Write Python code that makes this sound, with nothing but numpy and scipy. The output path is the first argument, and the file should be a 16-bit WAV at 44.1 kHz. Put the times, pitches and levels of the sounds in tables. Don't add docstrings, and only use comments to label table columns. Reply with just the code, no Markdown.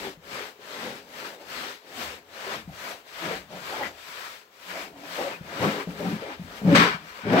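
import sys
import numpy as np
from scipy import signal
from scipy.fft import rfft, irfft, next_fast_len
from scipy.io import wavfile
from scipy.ndimage import uniform_filter1d, map_coordinates

SR = 44100
rng = np.random.default_rng(int(sys.argv[2]) if len(sys.argv) > 2 else 0)


def waveform_to_disk(signal):
    frames = np.transpose(np.atleast_2d(signal))
    scaled = np.clip(frames, -1, 1) * 32767
    samples = np.round(scaled).astype(np.int16)
    wavfile.write(sys.argv[1], SR, samples)


def linear_from_db(decibels):
    return 10 ** (np.asarray(decibels, float) / 20)


N = 326335
CONTROL_RATE = 1000


def unit(x):
    return x / np.sqrt(np.mean(x ** 2) + 1e-20)


def along(points, hz):
    f, v = np.transpose(points)
    return np.interp(np.log(hz + 1), np.log(f + 1), v)


def over_time(points):
    s, value = np.transpose(points)
    return np.interp(np.arange(N) / SR, s, value)


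def per_sample(control):
    return np.interp(np.arange(N) * CONTROL_RATE / SR, np.arange(len(control)), control)


def wobble(rate):
    knots = rng.standard_normal(int(N * rate / SR) + 4)
    return map_coordinates(knots, [np.arange(N) * rate / SR])


def filtered(x, response):
    m = next_fast_len(N + SR // 2)
    return irfft(rfft(x, m) * response(np.fft.rfftfreq(m, 1 / SR)), m)[..., :N]


def coloured(x, points):
    return filtered(x, lambda f: linear_from_db(along(points, f)))


def slips(rate, spread_db, smooth):
    size = linear_from_db(spread_db * np.clip(rng.standard_normal((2, N)), -2, 2)) * rng.choice([-1, 1], (2, N))
    train = size * (rng.random((2, N)) < rate / SR)
    return unit(train) + smooth * rng.standard_normal((2, N))


def patchy(x, depth_db):
    z = signal.stft(x, nperseg=512)[2]
    field = uniform_filter1d(rng.standard_normal(z.shape[1:]), 5, 0)
    field = uniform_filter1d(field, 8, 1)
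    return signal.istft(z * linear_from_db(depth_db * unit(field)), nperseg=512)[1][:, :N]


def steadied(x, span_s, share):
    power = np.abs(uniform_filter1d(unit(x) ** 2, int(span_s * SR), axis=-1))
    return unit(x / np.sqrt(power + 0.012) ** share)


def resonated(x, hz, width_hz):
    return signal.lfilter(*signal.iirpeak(hz, hz / width_hz, SR), x)


def nearest(modes, centre_hz, drive, reach_octaves):
    out = 0
    for k, (hz, width_hz, db) in enumerate(modes):
        distance = np.log2(hz / centre_hz) / reach_octaves
        reach = linear_from_db(-9 * np.minimum(distance ** 2, 1.5))
        out = out + (-1) ** k * linear_from_db(db) * reach * resonated(drive, hz, width_hz)
    return out


def domes(rows, level_db, dip_db, bend):
    s, rise, fall = np.transpose([row[:3] for row in rows])[:, :, None]
    t = np.arange(N * CONTROL_RATE // SR + 2) / CONTROL_RATE - s
    away = np.abs(t) / np.where(t < 0, rise, fall)
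    return linear_from_db(np.asarray(level_db)[..., None] - dip_db * away ** np.where(t < 0, bend, bend * 1.13))


def swells(rows, level_db, dip_db, bend):
    return domes(rows, level_db, dip_db, bend).sum(0)


def loading(rows, rest_db, rest_hz):
    level_db, centre_hz = np.transpose(rows)[3:]
    gains = domes(rows, level_db, dip_db=26, bend=1.15)
    total = gains.sum(0) + linear_from_db(rest_db)
    centre = (centre_hz @ gains + rest_hz * linear_from_db(rest_db)) / total
    return per_sample(total), per_sample(centre)


# frequency in Hz, time to die by 60 dB in seconds.
CABIN = [(150, 0.45), (1000, 0.15), (8000, 0.12)]


def cabin(x, wet_db):
    hz, t, z = signal.stft(rng.standard_normal((2, SR // 3)), SR, nperseg=256)
    tail = signal.istft(z * linear_from_db(-60 * t / along(CABIN, hz)[:, None]), SR, nperseg=256)[1]
    wet = signal.fftconvolve(x[None], tail / np.linalg.norm(tail[0]), axes=1)[:, :N]
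    return np.array([x + linear_from_db(wet_db) * wet[0], wet[1]])


# frequency in Hz, level in dB per Hz.
AIR = [(15, -51), (25, -8), (326, -23), (416, 5.5), (624, -24), (962, -1), (3920, -17), (8140, -21),
       (9320, -35), (12200, -24), (16000, -14)]


def air():
    return linear_from_db(-51 - 9.5) * unit(coloured(rng.standard_normal((2, N)), AIR))


# frequency in Hz, level in dB per Hz.
CHASSIS = [(20, -36), (40, -3), (58, 3), (90, 4), (130, -36)]
# time in seconds, rise in seconds, fall in seconds, level in dB.
STEPS = [(.02, .2, 0.72, -58), (.85, .2, .7, -68), (2.08, 0.16, 0.13, -51.5), (2.66, 0.14, .2, -51),
         (3.38, 0.15, 0.17, -52), (3.94, 0.86, 0.16, -61), (4.93, .15, 0.2, -65), (5.41, 0.03, 0.17, -50),
         (5.23, .04, .12, -62), (2.3, .12, .12, -62), (5.66, .15, .2, -55), (1.55, .15, .15, -61),
         (5.88, 0.11, 0.41, -51.5), (6.43, 0.14, 0.17, -46.5), (6.65, 0.13, 0.63, -47),
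         (7.24, 0.063, .5, -51)]


def chassis():
    sway = swells(STEPS, np.transpose(STEPS)[3], dip_db=26, bend=1.15) + linear_from_db(-87.5)
    rumble = coloured(rng.standard_normal((2, N)), CHASSIS)
    return per_sample(sway) * steadied(rumble, 0.083, share=0.36)


# frequency in Hz, width in Hz, level in dB.
FLOOR_PAN = [(118.8, 9.9, -0.5), (145.7, 5.5, 6.5), (170.4, 15.8, 5.5), (216.7, 23.5, -3), (250, 5.9, 2),
             (285, 25, 7)]
# time, rise and fall in seconds, level in dB,
# centre in Hz.
PRESSES = [(.08, 0.16, 0.086, -41.5, 250), (.0, .05, 0.13, -53, 150), (.33, 0.12, 0.24, -46, 223),
           (.86, 0.23, 0.19, -40, 231), (1.23, 0.36, 0.27, -50, 230), (1.63, 0.26, 0.15, -46.5, 235),
           (2.02, 0.22, 0.31, -46.5, 250), (2.575, 0.25, 0.12, -43, 212), (2.7, 0.032, 0.049, -40, 167),
           (2.87, 0.18, 0.16, -50.5, 228), (3.26, 0.068, 0.22, -35.5, 202), (3.55, 0.087, 0.12, -42, 177),
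           (3.85, 0.27, 0.1, -41, 247), (4.78, 0.15, 0.88, -49, 255), (5.21, 0.045, 0.18, -41.5, 250),
           (5.45, 0.33, 0.099, -50, 151), (5.68, 0.14, 0.064, -21.5, 203), (5.78, 0.2, 0.12, -36, 250),
           (5.89, 0.022, 0.083, -33, 184), (6.075, 0.15, 0.16, -26.5, 207), (6.14, 0.04, 0.033, -28, 178),
           (6.3, 0.05, 0.097, -41, 285), (6.44, 0.055, 0.098, -41.5, 177), (6.68, 0.043, 0.2, -15.5, 190.5),
           (6.79, 0.14, 0.13, -19, 206),
           (7.03, 0.08, .08, -43, 195),
    (6.735, .04, 0.035, -17.5, 214),
    (6.53, .1, .12, -50, 220),
    (7.26, 0.02, 0.13, -34, 182),
    (7.34, 0.1, 0.068, -16.5, 206),
    (7.4, 0.064, 0.091, -17, 260),
]


def floor_pan():
    gain, centre_hz = loading(PRESSES, rest_db=-70.5, rest_hz=220)
    pan = nearest(FLOOR_PAN, centre_hz, slips(150, spread_db=6.0, smooth=0.57), reach_octaves=0.31)
    return linear_from_db(-3.5) * gain * steadied(pan, 0.0129, share=1.0)


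# frequency in Hz, width in Hz, level in dB.
PANELS = [(353, 26.6, 9), (414.5, 18.4, 11), (501.5, 45, -1), (568, 39, -0.5), (671, 57, 2.5),
          (778, 43, 9.5), (898, 75, 6.5)]
# time, rise and fall in seconds, level in dB, centre in Hz.
RUBS = [(.07, 0.17, 0.066, -35.5, 514), (.41, 0.25, 0.14, -40, 518), (.87, 0.36, 0.19, -37.5, 534),
        (1.23, 0.23, 0.43, -42.5, 538), (1.42, 0.064, 0.081, -52, 520), (1.67, 0.27, 0.11, -44.5, 535),
        (2.02, 0.31, 0.25, -43.5, 542), (2.53, 0.3, 0.11, -37.5, 552), (2.7, 0.03, 0.06, -52, 700),
        (2.92, 0.26, 0.088, -40, 596), (3.31, 0.18, 0.13, -32.5, 563), (3.54, 0.052, 0.15, -40, 573),
        (3.81, 0.26, 0.19, -36, 587), (4.76, 0.11, 0.21, -37.5, 585), (5.21, 0.083, 0.17, -29, 560),
        (5.52, 0.14, 0.2, -40.5, 560), (5.64, 0.077, 0.15, -24, 545), (5.79, 0.18, 0.14, -34.5, 498),
        (6.03, 0.16, 0.22, -34.5, 520), (6.28, 0.14, 0.12, -38, 550), (6.69, 0.07, 0.09, -26, 500),
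        (6.76, 0.055, 0.071, -23, 546), (6.86, 0.12, 0.076, -26, 427), (7.37, 0.15, 0.11, -19, 560),
        (5.31, 0.043, 0.07, -43, 540),
    (5.04, 0.13, .14, -44.5, 590),
    (3.225, 0.017, 0.083, -42, 550),
    (6.53, 0.22, 0.67, -47.5, 560),
    (6.96, 0.1, 0.17, -47, 690),
    (7.27, 0.021, 0.055, -39, 240),
    (5.9, 0.018, .06, -46, 510),
    (3.73, 0.069, 0.034, -38, 530),
]


def wall_panels():
    gain, centre_hz = loading(RUBS, rest_db=-63, rest_hz=550)
    panels = nearest(PANELS, centre_hz, slips(600, spread_db=2.5, smooth=0.65), reach_octaves=0.36)
    return linear_from_db(-3.0) * gain * steadied(panels, 0.032, share=0.89)


# start in seconds, length in seconds, first Hz, last Hz,
# level in dB.
SQUEAKS = [(0.039, 0.089, 403, 375, -44.5), (.24, .16, 562, 543, -49.5), (.685, 0.054, 620, 610, -43),
           (.85, 0.051, 513, 516, -39), (3.24, 0.079, 644, 632, -42), (3.28, 0.097, 479, 450, -38),
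           (5.184, 0.032, 402, 380, -36.5), (6.75, 0.049, 2156, 2060, -27), (0.804, 0.18, 250, 250, -41),
           (1.967, .09, 249, 236, -42.5), (1.97, 0.075, 698, 691, -47), (2.102, 0.054, 552, 458, -44),
           (2.441, 0.082, 398, 409, -44.5), (3.211, 0.08, 346, 340, -40.5), (3.5, 0.08, 623, 600, -45),
           (3.784, 0.069, 581, 547, -39), (3.785, 0.054, 904, 842, -35), (3.823, 0.064, 1934, 2050, -35),
           (4.681, 0.22, 1696, 2517, -46.5), (4.65, 0.19, 178, 184.5, -56), (5.06, 0.12, 178, 178, -51.5),
           (5.196, 0.068, 1170, 1157, -36), (4.8, 0.35, 283, 281.3, -55), (5.231, 0.074, 544, 541.5, -32.5),
           (5.314, 0.064, 2340, 2620, -42), (5.63, 0.027, 1146, 1138, -27), (5.993, 0.066, 601, 596, -36),
           (6.048, 0.042, 770, 750, -33), (6.078, .09, 417, 394, -38), (6.045, 0.11, 189.6, 178, -30),
           (6.214, 0.068, 458, 655, -40), (6.25, 0.059, 460, 470, -45), (6.28, 0.073, 782, 855, -43.5),
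           (6.672, 0.13, 576, 579, -22.5), (6.787, 0.049, 1118, 1114, -21.5),
           (6.803, 0.043, 1616, 1606, -26), (7.342, 0.085, 680.5, 721, -24), (5.615, 0.031, 534, 520, -30),
           (4.686, 0.079, 1490, 2250, -45), (3.42, 0.31, 146.3, 150.8, -53),
           (2.92, .07, 530, 500, -45),
    (2.815, .065, 700, 705, -48),
    (2.885, .05, 630, 600, -46),
    (5.03, .14, 670, 620, -50),
    (7.18, .03, 550, 550, -44),
    (7.25, 0.057, 572, 600, -33.5),
    (6.255, 0.064, 470, 500, -40),
    (6.685, .06, 292, 285, -22),
    (6.76, .06, 220, 215, -18),
]


def squeaks():
    out, t = np.zeros(N + SR), np.arange(SR // 2) / SR
    for s, length, first_hz, last_hz, db in SQUEAKS:
        u = np.clip(t / length, 0, 1)
        hz = first_hz + (last_hz - first_hz) * u ** 0.55
        noise = rng.standard_normal((2, len(t)))
        pitch_scatter, level_scatter = unit(uniform_filter1d(noise, int(14 * SR / first_hz), axis=1))
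        roughness = (0.016 + 0.013 * first_hz / 2500) * (last_hz / first_hz) ** 2
        phase = 2 * np.pi * np.cumsum(hz * (1 + roughness * pitch_scatter)) / SR
        swell = linear_from_db(db + 3.4 * level_scatter) * np.sin(np.pi * u ** 0.89)
        out[round(s * SR):][:len(t)] += swell * np.sin(phase)
    return out[:N]


# time in seconds, peak in dB, pitch in Hz, time to die by 60 dB in seconds.
JOLTS = [(0.227, -43, 549, 0.06), (0.591, -40.5, 417, 0.11), (1.413, -40, 590, 0.072),
         (3.063, -44, 630, 0.071), (3.505, -35, 610, 0.065), (3.726, -26, 867, 0.07),
         (3.767, -25, 663, 0.06), (3.793, -29, 587, 0.06), (4.957, -35, 690, 0.04),
         (5.188, -17, 568, 0.054), (5.202, -22, 697, 0.069), (5.249, -25, 560, 0.06),
         (5.272, -29, 550, .05), (5.308, -33, 530, .05), (5.212, -24, 368, .04), (6.003, -22, 435, 0.067),
         (6.02, -24.5, 366, 0.06), (6.222, -23, 468, 0.06), (6.69, -20, 450, 0.05), (6.715, -24, 570, 0.06),
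         (6.753, -15, 590, 0.039), (6.784, -16, 353, 0.053), (7.256, -35, 534, 0.043),
         (7.335, -8.5, 486, 0.064), (7.344, -15, 595, 0.051), (7.357, -10, 684, 0.05),
         (7.378, -16, 363, 0.067)]


def jolts():
    out, t = np.zeros(N + SR), np.arange(SR // 4) / SR
    for s, db, hz, t60 in JOLTS:
        turn = 2 * np.pi * hz * t
        ring = np.sin(turn) + 0.47 * np.sin(1.37 * turn) + 0.34 * np.sin(0.703 * turn)
        onset = 1 - np.exp(-t / 0.00076)
        out[round(s * SR):][:len(t)] += linear_from_db(db - 4.5 - 60 * t / t60) * ring * onset
    return out[:N]


# time in seconds, peak in dB, pitch in Hz, time to silence in seconds, tap in dB.
KNOCKS = [(0.17, -43.5, 161, 0.076, -16), (2.674, -30.5, 179, 0.051, -22), (3.492, -42, 207.5, 0.06, -10),
          (5.407, -30, 159, 0.044, -14), (5.6, -28.5, 110, 0.17, -20), (5.87, -24, 185, 0.063, -3),
          (6.393, -28.5, 176, 0.096, -12), (6.614, -26, 201.5, 0.1, -2), (6.647, -13, 181.6, 0.1, -12),
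          (6.942, -27.5, 169, 0.054, -12), (6.16, -25, 178, .035, -15), (6.195, -33, 180, .03, -12),
          (7.233, -31.5, 209, 0.15, -21), (2.73, -48, 108, .09, -25), (4.96, -55, 120, 0.11, -25),
          (5.985, -43, 105, 0.11, -25), (6.24, -49, 100, .09, -25), (7.25, -34, 112, 0.22, -25),
          (7.31, -35, 112, .15, -25)]


def knocks():
    out, t = np.zeros(N + SR), np.arange(SR // 2) / SR
    for s, db, hz, life, tap_db in KNOCKS:
        turn = 2 * np.pi * hz * t
        ring = np.sin(turn) + 0.24 * np.sin(1.23 * turn) + 0.15 * np.sin(0.8 * turn)
        ring = ring * linear_from_db(-60 * (t / life) ** 2)
        tap = linear_from_db(tap_db - 60 * t / 0.033) * (np.sin(2.5 * turn) + 1.1 * np.sin(3.4 * turn))
        onset = 1 - np.exp(-(t / 0.0036) ** 2)
        out[round(s * SR):][:len(t)] += linear_from_db(db - 2.0) * (ring + tap) * onset
    return out[:N]


# time in seconds, slowing in seconds, restart in seconds,
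# loss of hiss and scrape in dB, loss of body rumble in dB.
TURNS = [(.2, 0.029, 0.022, 4, 5), (.57, .04, 0.032, 5, 5), (1.06, 0.047, 0.021, 3.5, 0.5),
         (1.39, .03, .02, 3.5, 1.5), (1.45, 0.023, 0.042, 5.5, 1.5), (1.81, 0.037, .02, -1, 9),
         (2.25, .05, 0.054, 4.5, 4.5), (2.665, .03, .015, 2, 4), (3.05, .03, 0.021, 3, -3),
         (3.475, 0.045, 0.035, 7, 3), (3.6, .04, 0.078, 2, 1), (4.49, 0.048, 0.027, 6, -1),
         (4.94, 0.064, 0.031, 5, 0), (5.4, .03, .015, -1, 2), (5.86, .02, .012, 0.5, 6),
         (6.2, .03, .015, 2, -1.5), (6.59, 0.036, 0.022, -3, 0.5), (7.02, 0.054, 0.031, 3, 5.5),
         (7.226, 0.02, 0.02, -2, 11)]


def pauses():
    near = domes(TURNS, 0, dip_db=9, bend=2.8)
    brush_db, body_db = np.transpose(TURNS)[3:] @ near
    return linear_from_db(-per_sample(brush_db)), linear_from_db(-per_sample(body_db))


# time of top speed in seconds, speeding up in seconds,
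# slowing down in seconds, bristle hiss in dB, head scrape in dB.
STROKES = [(0.039, 0.45, 0.13, -49, -42.5), (.38, 0.17, 0.18, -48, -37), (0.821, 0.28, 0.26, -48.5, -38),
           (1.24, 0.2, 0.15, -51.5, -39), (1.55, 0.22, 0.15, -55.5, -43.5), (1.68, 0.28, 0.12, -48, -43),
           (2.02, 0.073, 0.035, -63, -39), (2.08, 0.28, 0.15, -48.5, -42.5), (2.52, 0.28, 0.13, -46.5, -35),
           (2.877, .22, 0.14, -52, -37), (3.225, 0.024, 0.068, -71, -46), (3.3, 0.27, 0.15, -45.5, -34.5),
           (3.72, 0.4, 0.15, -52, -41), (3.86, 0.28, 0.063, -53.5, -35), (4.23, 0.45, 0.25, -52, -42),
           (4.705, 0.019, 0.088, -79, -42.5), (4.785, 0.27, 0.14, -51, -40),
           (5.181, 0.15, 0.16, -51, -40.5), (5.33, 0.64, 0.069, -56.5, -41.5),
           (5.67, 0.27, 0.18, -45.5, -29), (5.81, 0.11, 0.056, -61, -36), (6.08, 0.3, 0.32, -54, -38),
           (6.325, 0.13, 0.058, -58.5, -39), (6.561, 0.34, 0.065, -58.5, -46.5),
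           (6.731, 0.16, 0.059, -54, -37.5), (6.945, .05, 0.022, -79, -44), (7.16, 0.31, 0.1, -58, -44.5),
           (7.41, 0.19, .2, -45, -19)]
HARD_STROKE = [
    (6.757, 0.012, 0.12, -28, -18),
    (6.825, 0.12, 0.16, -35.5, -22),
]
# time in seconds, level in dB.
WETNESS = [(0, 0), (.8, -1.5), (1.25, 1), (1.65, -3), (2.5, -2.5), (2.9, 4.5), (3.3, -4), (3.7, -2.5),
           (4.2, 1.5), (5.7, -2), (6.1, 2.5), (6.3, -12), (6.6, 0.2), (7.4, -4)]
# time, rise and fall in seconds, level in dB.
SQUIRTS = [
    (2.0, 0.076, 0.13, -51),
    (3.68, 0.19, 0.084, -60),
    (5.64, 0.059, 0.13, -58),
]


def stroke_gains():
    hiss_db, scrape_db = np.transpose(STROKES)[3:]
    hard_hiss_db, hard_scrape_db = np.transpose(HARD_STROKE)[3:]
    hiss = swells(STROKES, hiss_db, dip_db=25, bend=2.01)
    hiss = hiss + swells(HARD_STROKE, hard_hiss_db, dip_db=25, bend=1.33)
    scrape = swells(STROKES, scrape_db, dip_db=28, bend=1.415)
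    scrape = scrape + swells(HARD_STROKE, hard_scrape_db, dip_db=19.9, bend=1.33)
    sizzle_db = -54
    film_db = sizzle_db + 0.57 * (hiss_db - np.median(hiss_db))
    film = swells(STROKES, film_db, dip_db=20, bend=2.1)
    film = film + swells(HARD_STROKE, [sizzle_db + .2], dip_db=26, bend=1.33)
    squirts = swells(SQUIRTS, np.transpose(SQUIRTS)[3], dip_db=20, bend=2.1)
    sizzle = per_sample(film) * linear_from_db(over_time(WETNESS)) + per_sample(squirts)
    return per_sample(hiss), per_sample(scrape), sizzle


# frequency in Hz, level in dB per Hz.
BRISTLES = [(200, -15), (350, -8), (560, 1.5), (900, 1.5), (1900, 3.5), (3500, -4.5), (5000, -5),
            (7000, -16), (8600, -11), (10500, -29.5), (15800, -23.5)]
# frequency in Hz, level in dB per Hz.
SIZZLE = [(8000, -5), (10000, -7.5), (12000, -5.5), (13500, -7), (15000, -10), (16000, -6.5)]
# frequency in Hz, level in dB per Hz.
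HEAD = [(410, -33), (700, -21), (860, -12.5), (1000, 1), (1120, 0.5), (1300, 0), (1630, 1.5), (2100, -3.5),
        (2700, -10), (4200, -18.5), (5500, -21.5), (8500, -59), (11000, -64)]
# time in seconds, jump in dB, fade in seconds.
CATCH = (6.748, 4.4, 0.014)


def brush():
    hiss_gain, scrape_gain, sizzle_gain = stroke_gains()
    flicks = patchy(slips(8000, spread_db=3.5, smooth=1.86), depth_db=1.22)
    hiss = coloured(flicks, BRISTLES)
    sizzle = coloured(flicks, SIZZLE)
    chatter = patchy(slips(4000, spread_db=7.5, smooth=0.8), depth_db=1.0)
    left, right = coloured(chatter, HEAD)
    scrape = np.array([cabin(left, wet_db=-3.5)[0], cabin(right, wet_db=-4.0)[0]])
    judder = wobble(35)
    catch_s, jump_db, fade_s = CATCH
    since = np.arange(N) / SR - catch_s
    bite_db = jump_db * (since > 0) * np.exp(-np.abs(since) / fade_s)
    bristles = linear_from_db(6.5) * hiss_gain * unit(hiss) + linear_from_db(3.0) * sizzle_gain * unit(sizzle)
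    head = scrape_gain * unit(scrape)
    return linear_from_db(bite_db + 0.68 * judder) * bristles + linear_from_db(bite_db - 2.0 + 0.83 * judder) * head


# frequency in Hz, likeness from 0 to 1.
ALIKE_FAR = [(60, 0.9), (250, 0.96), (520, 0.96), (750, 0.74), (1050, 0.13), (1700, 0.039), (2400, 0.079),
             (3600, 0.39), (9000, 0.11)]
# frequency in Hz, likeness from 0 to 1.
ALIKE_NEAR = [(60, 1), (250, 1), (520, 0.97), (750, 0.69), (1050, 0.25), (1700, 0.56), (2400, 0.07),
              (3600, 0.3), (9000, 0.065)]
# frequency in Hz, lead in radians.
LEAD = [(30, .02), (780, 0.32), (1550, 3.67), (2410, 4.3), (3620, 11.5), (6000, 17.74)]


def ports(paths):
    def mix(f):
        share = np.clip([along(ALIKE_FAR, f), along(ALIKE_NEAR, f)], 0, 1)
        return np.array([share * np.exp(-1j * along(LEAD, f)), np.sqrt(1 - share ** 2)])
    return filtered(paths[:, None], mix).sum(axis=0)


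# time in seconds, share of near sound from 0 to 1.
NEARNESS = [(0, 0.4), (4.8, 0.16), (5.6, 0.6), (7.4, 0.7)]


def scene():
    brush_gain, body_gain = pauses()
    bodywork = chassis() + floor_pan() + wall_panels()
    rings = cabin(knocks() + jolts() + squeaks(), wet_db=-28.0)
    paths = air() + body_gain * bodywork + rings + brush_gain * brush()
    near = over_time(NEARNESS)
    from_far, from_near = ports(paths)
    return np.array([paths[0], near * from_near + (1 - near) * from_far])


# frequency in Hz, left over right in dB.
LEFT_OVER_RIGHT = [(40, 4), (99, 6), (160, 3.5), (270, 2.5), (450, 4.5), (740, 0), (1220, 2.5), (2010, 7),
                   (3330, 14.5), (5500, 6.5), (9080, 6), (15000, 5.5)]


def port_colour(f):
    cavity = 1j * f * 1900 / (9070 ** 2 - f * f + 1j * f * 1900)
    notch = 1 - np.array([[.55], [.85]]) * cavity
    low_cut = (1j * f / (45 + 1j * f)) ** 2
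    balance_db = along(LEFT_OVER_RIGHT, f) * np.array([[.5], [-.5]]) + 1.0
    return linear_from_db(balance_db) * notch * low_cut


def top_cut(x):
    return signal.sosfilt(signal.butter(12, 16670, fs=SR, output="sos"), x)


def record(dry):
    heard = filtered(dry, port_colour)
    heard = heard / (1 + np.abs(heard / .95) ** 4) ** .25
    mix = filtered(heard, lambda f: f < 15790)
    return top_cut(mix)


dry = scene()
out = record(dry)
waveform_to_disk(out)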